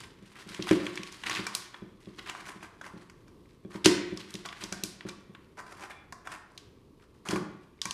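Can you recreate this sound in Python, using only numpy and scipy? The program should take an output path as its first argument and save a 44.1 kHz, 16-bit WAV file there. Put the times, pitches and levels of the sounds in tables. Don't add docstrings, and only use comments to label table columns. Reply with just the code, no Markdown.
import sys
import numpy as np
from scipy import signal
from scipy.fft import rfft, irfft, next_fast_len
from scipy.io import wavfile
from scipy.ndimage import uniform_filter1d

SR = 44100
rng = np.random.default_rng(int(sys.argv[2]) if len(sys.argv) > 2 else 0)


def master(y):
    cut = np.clip(np.atleast_2d(y).T, -1, 1)
    pcm = np.round(cut * 32767)
    wavfile.write(sys.argv[1], SR, pcm.astype(np.int16))


N = 349713

# start in seconds, peak of the chatter in dB,
# centre in Hz, treble share in dB.
CONTACTS = [(0.545, -29, 2980, 1), (0.623, -24.5, 3800, -15), (0.71, -16, 1920, -2.5),
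            (0.8651, -23, 2430, -9.5), (0.9553, -26.5, 1850, 12), (0.9738, -26, 2370, -8),
            (1.0316, -26.5, 3200, 4), (1.123, -32.5, 2560, 19), (1.2352, -27, 2020, -7),
            (1.2954, -16, 1970, 2), (1.3494, -22.5, 3380, -4), (1.4658, -20.5, 1410, 8),
            (1.5493, -8, 8200, -6), (1.742, -36.5, 1280, -28), (2.2956, -24, 2160, 0.5),
            (2.348, -35, 1230, -13), (2.8116, -34.5, 1230, -4), (3.0968, -39.5, 1800, 1.5),
            (3.2798, -48.5, 1360, 5), (3.8568, -2.5, 2400, 6.5), (4.1726, -25, 4620, -24),
            (4.305, -33.5, 8000, -8), (4.339, -25, 7500, -2), (4.352, -26.5, 3440, -1),
            (4.4572, -27.5, 1300, 19.5), (4.487, -33.5, 2440, -22), (4.6366, -22, 3330, 27),
            (4.7238, -18.5, 2000, 9), (4.8355, -11, 7500, -5.5), (5.007, -33.5, 1930, -19),
            (5.086, -31, 1210, 14.5), (5.092, -29, 3640, 0), (5.3485, -40.5, 1780, -12),
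            (6.123, -30.5, 1370, 3.5), (6.271, -31, 1240, -4.5), (6.576, -31.5, 3730, 2.5),
            (7.286, -20, 2480, 5.5), (7.3071, -22, 1200, 11), (7.333, -32, 1163, -7),
            (7.3579, -28.5, 1150, -6), (7.8154, -16.5, 5030, -9.5), (7.8536, -18.5, 1930, 8.5),
            (7.908, -18, 4530, 10)]
# start in seconds, peak of the table's ring in dB.
TABLE_BLOWS = [(0.221, -43), (0.464, -42.5), (0.503, -43.5), (0.593, -28), (0.71, -11.5), (0.788, -40.5),
               (0.994, -37.5), (1.391, -31), (1.821, -36.5), (2.072, -37.5), (2.557, -42.5), (2.937, -40),
               (2.96, -40.5), (3.649, -35.5), (3.751, -31.5), (3.859, -9), (4.124, -31), (4.345, -34),
               (4.635, -38.5), (4.721, -35), (4.788, -47), (4.834, -33), (5.051, -32), (5.295, -45),
               (7.29, -29.5), (7.329, -21.5), (7.359, -25), (7.417, -31.5), (7.857, -40.5)]
# frequency in Hz, relative level in dB, 60 dB decay time in seconds.
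TABLE_MODES = [(71.6, -4, 0.07), (122.6, -3, 0.164), (171.5, 0.5, 0.091), (193.9, -2.5, 0.14),
               (321, 2, 0.073), (357.4, -0.5, .15), (519, -13, 0.075), (580, -34.5, 0.052)]
# frequency in Hz, relative level in dB, 60 dB decay time in seconds.
SHELL_MODES = [(1138, -8, 0.036), (1620, -1, 0.0046), (2345, -16.5, 0.063), (3360, -15, .04)]
# frequency in Hz, relative level in dB, 60 dB decay time in seconds.
SPRING_MODES = [(2370, 0, .04), (3420, -6, .03)]
# start in seconds, length in seconds,
# level in dB before the swell, centre in Hz.
SCUFF_STROKES = [(0.344, 0.067, -55, 1600), (0.664, 0.082, -39, 1680), (1.257, 0.042, -38.5, 2000),
                 (1.306, 0.046, -39, 2360), (1.357, 0.052, -38, 2240), (1.729, 0.055, -59.5, 1580),
                 (2.185, 0.018, -43.5, 2000), (2.256, 0.058, -45, 1950), (2.349, 0.11, -55.5, 1250),
                 (2.43, 0.14, -52.5, 1360), (2.624, 0.051, -49.5, 1283), (2.835, 0.068, -50.5, 1250),
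                 (2.966, 0.087, -61, 1560), (3.7, 0.1, -53, 1360), (3.843, 0.044, -27, 3640),
                 (4.191, 0.028, -50, 2500), (4.45, 0.02, -41.5, 1320), (4.525, 0.011, -46, 2050),
                 (4.6, 0.13, -54.5, 2130), (5.064, 0.042, -54, 1580), (5.57, 0.053, -47, 1066),
                 (5.661, 0.1, -51.5, 1180), (5.766, 0.11, -51, 1320), (5.835, 0.031, -48.5, 1030),
                 (5.897, 0.038, -48, 1250), (6.247, 0.061, -57.5, 1205), (6.288, 0.088, -47.5, 1350),
                 (6.503, 0.083, -66.5, 684), (6.993, 0.067, -68, 1490), (7.142, 0.0535, -72, 885),
                 (7.251, 0.16, -43.5, 1290)]
# time in seconds, level in dB.
RUSTLE_LEVELS = [(0, -59), (.13, -72), (.22, -69.5), (.5, -56.5), (.8, -51), (.95, -59.5), (1.2, -56),
                 (1.5, -55.5), (1.95, -80), (2.099, -65.5), (2.6, -72.5), (3.15, -81), (3.6, -80.5),
                 (4.3, -60.5), (4.9, -70), (5.399, -81.5), (6.6, -84.5), (7.93, -80.5)]
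# frequency in Hz, 60 dB decay time in seconds, echo energy in dB.
ROOM_DECAY = [(150, 0.62, -6), (370.4, 0.65, -3.5), (1040, 0.69, 0.5), (2500, 0.78, -6.5), (5560, 0.46, -4),
              (11930, 0.29, -4.5)]
# frequency in Hz, relative density in dB per Hz.
HOUSE_SPECTRUM = [(15, -44.5), (25, 15), (176, -1), (394, -0.5), (749, -22), (1120, -12.5), (1460, -33.5),
                  (9270, -30), (15000, -22.5)]
# frequency in Hz, gain in dB.
MIC_RESPONSE = [(30, -12), (120, 3.5), (4000, 3.5), (7500, -5.5), (9500, -5), (12000, -9), (15000, -20)]

CONTACT_RISE_S, CONTACT_T60_S, CHATTER_SHORTENING = 0.0016, 0.02, 0.75
SHELL_DB, SHELL_DB_PER_OCTAVE = -13.5, -7.5
CLICK_ECHO_DB = -1.5
SOFT_HZ, HARD_LOWS_DB, LOWS_PER_DB = 260, -8.5, 0.43
KNOCK_RISE_S, KNOCK_SHELL_DB = 0.0036, -13
RUB_HOLLOW_OCTAVES, RUB_SHELL_DB, RUB_TABLE_DB = 2.25, -20, -9.5
SCUFF_TREBLE_DB, TREBLE_DB_PER_DOUBLING = -1, 2.5
RUSTLE_HZ, RUSTLE_TREBLE_DB = 2000, 3
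SPRING_S, SPRING_DB = 5.9, -66
HOUSE_DB, HOUSE_HISS_DB = -58.5, -77.5
TOP_HZ = 15300


def undb(db):
    return 10 ** (np.asarray(db) / 20)


def unit(x):
    return x / np.sqrt(np.mean(x ** 2))


def band(x, hz, octaves):
    edges = hz * 2. ** (np.array([-.5, .5]) * octaves)
    edges = np.clip(edges, 20, .45 * SR)
    return signal.sosfilt(signal.butter(1, edges, "band", fs=SR, output="sos"), x)


def colour(x, table):
    size = next_fast_len(len(x))
    hz, db = np.transpose(table)
    f = np.maximum(np.arange(size // 2 + 1) * SR / size, 1)
    gain = undb(np.interp(np.log(f), np.log(hz), db))
    return irfft(rfft(x, size) * gain, size)[:len(x)]


def ring(modes, gains, seconds):
    hz, db, t60 = np.transpose(modes)[:, :, None]
    t = np.arange(int(seconds * SR)) / SR
    envelopes = gains[:, None] * undb(db - 60 * t / t60)
    y = np.sum(envelopes * np.sin(2 * np.pi * hz * t), axis=0)
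    return y / np.abs(y).max()


def shell_spot():
    return undb(3 * rng.standard_normal(len(SHELL_MODES)))


def add(out, s, y):
    i = int(s * SR)
    out[i:i + len(y)] += y[:N - i]


def walk(rate):
    k = int(SR / rate)
    held = np.repeat(rng.standard_normal(N // k + 1), k)
    return uniform_filter1d(held, k)[:N]


def contact_spectrum(excitation, hz, treble_db):
    centre = unit(band(band(excitation, hz, 1.7), hz, 1.7))
    return centre + undb(treble_db) * unit(band(excitation, 6040, 0.74))


def clicks():
    near, spread = np.zeros(N), np.zeros(N)
    t = np.arange(int(.12 * SR)) / SR
    impulse = 1. * (t == 0)
    for s, db, hz, treble_db in CONTACTS:
        octaves = np.log2(hz / 2000)
        t60 = CONTACT_T60_S * CHATTER_SHORTENING ** octaves
        rise = np.minimum(t / CONTACT_RISE_S, 1) ** 2
        decay = undb(-60 * np.maximum(t - CONTACT_RISE_S, 0) / t60)
        chatter = rng.standard_normal(len(t)) * rise * decay
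        crack = contact_spectrum(chatter, hz, treble_db)
        tick = contact_spectrum(impulse, hz, treble_db)
        shell = signal.fftconvolve(chatter, ring(SHELL_MODES, shell_spot(), .1))[:len(t)]
        shell *= undb(db + SHELL_DB + SHELL_DB_PER_OCTAVE * octaves) / np.abs(shell).max()
        size = undb(db) / np.abs(crack).max()
        add(near, s, size * crack + shell)
        add(spread, s, size * undb(CLICK_ECHO_DB) * tick + shell)
    return near, spread


def knocks():
    out = np.zeros(N)
    low = np.array(TABLE_MODES)[:, 0] < SOFT_HZ
    push = np.gradient(np.hanning(int(0.0024 * SR)) ** 2)
    for s, db in TABLE_BLOWS:
        lows_db = low * (HARD_LOWS_DB - LOWS_PER_DB * db)
        spot = undb(rng.standard_normal(len(TABLE_MODES)) + lows_db)
        table = np.convolve(ring(TABLE_MODES, spot, .3), push)
        table = table * (1 - np.exp(-np.arange(len(table)) / SR / KNOCK_RISE_S))
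        add(out, s, undb(db) * table / np.abs(table).max())
        add(out, s, undb(db + KNOCK_SHELL_DB) * ring(SHELL_MODES, shell_spot(), .1))
    return out


def rubbing():
    friction = slipping()
    hiss = band(friction, 5500, 1.8)
    bodies = np.zeros(N)
    for modes, db in ((SHELL_MODES, RUB_SHELL_DB), (TABLE_MODES, RUB_TABLE_DB)):
        response = ring(modes, np.ones(len(modes)), 0.044)
        bodies += undb(db) * unit(signal.fftconvolve(friction, response)[:N])

    def rub(part, hz, treble_db):
        hollow = unit(band(band(friction[part], hz, RUB_HOLLOW_OCTAVES), hz, RUB_HOLLOW_OCTAVES))
        return hollow + undb(treble_db) * unit(hiss[part]) + bodies[part]

    rustle_db = np.interp(np.arange(N) / SR, *np.transpose(RUSTLE_LEVELS))
    out = undb(rustle_db) * rub(slice(N), RUSTLE_HZ, RUSTLE_TREBLE_DB)
    for s, length, db, hz in SCUFF_STROKES:
        treble_db = SCUFF_TREBLE_DB + TREBLE_DB_PER_DOUBLING * np.log2(length / .1)
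        scuff = rub(slice(int(s * SR), int((s + length) * SR)), hz, treble_db)
        pressure = np.sin(np.pi * np.linspace(0, 1, len(scuff)) ** 0.58)
        add(out, s, undb(db) * pressure * scuff)
    return out


def puffs(rate):
    slips = (rng.random(N) < rate / SR) * undb(2.6 * rng.exponential(size=N))
    return unit(np.convolve(slips, signal.windows.gaussian(256, 40))[:N])


def slipping():
    broad = puffs(300)
    gusts = undb(4.5 * walk(60))
    friction = np.zeros(N)
    for hz in 250 * 2. ** np.arange(7):
        grains = 0.54 * broad + puffs(180) + 0.57
        friction += band(grains * gusts * rng.standard_normal(N), hz, 0.97)
    return unit(friction)


def spring():
    out = np.zeros(N)
    scrape = rng.standard_normal(int(.16 * SR))
    scrape *= np.linspace(1, 0, len(scrape))
    buzz = signal.fftconvolve(scrape, ring(SPRING_MODES, np.ones(len(SPRING_MODES)), .1))
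    add(out, SPRING_S, undb(SPRING_DB) * unit(buzz))
    return out


def room(x):
    f, t, cells = signal.stft(rng.standard_normal(SR), SR, nperseg=256)
    hz, t60, db = np.transpose(ROOM_DECAY)
    t60 = np.interp(np.log(f + 1), np.log(hz), t60)[:, None]
    db = np.interp(np.log(f + 1), np.log(hz), db)[:, None]
    energy = t60 * SR / (6 * np.log(10))
    decay = undb(db - 60 * t / t60) / np.sqrt(energy)
    tail = signal.istft(cells * decay, SR)[1]
    tail *= np.clip((np.arange(len(tail)) / SR - .003) / 0.0017, 0, 1)
    return signal.fftconvolve(x, tail)[:N]


def house():
    waver = undb(2 * walk(8))
    rumble = undb(HOUSE_DB) * waver * unit(colour(rng.standard_normal(N), HOUSE_SPECTRUM))
    return rumble + undb(HOUSE_HISS_DB) * rng.standard_normal(N)


def scene():
    near, spread = clicks()
    bodies = knocks() + rubbing() + spring()
    return (near + bodies + room(spread + bodies) + house())[None, :]


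def record(dry):
    coloured = colour(dry[0], MIC_RESPONSE)
    lowpass = signal.ellip(10, .2, 80, TOP_HZ, fs=SR, output="sos")
    return signal.sosfilt(lowpass, coloured)[None, :]


dry = scene()
out = record(dry)
master(out)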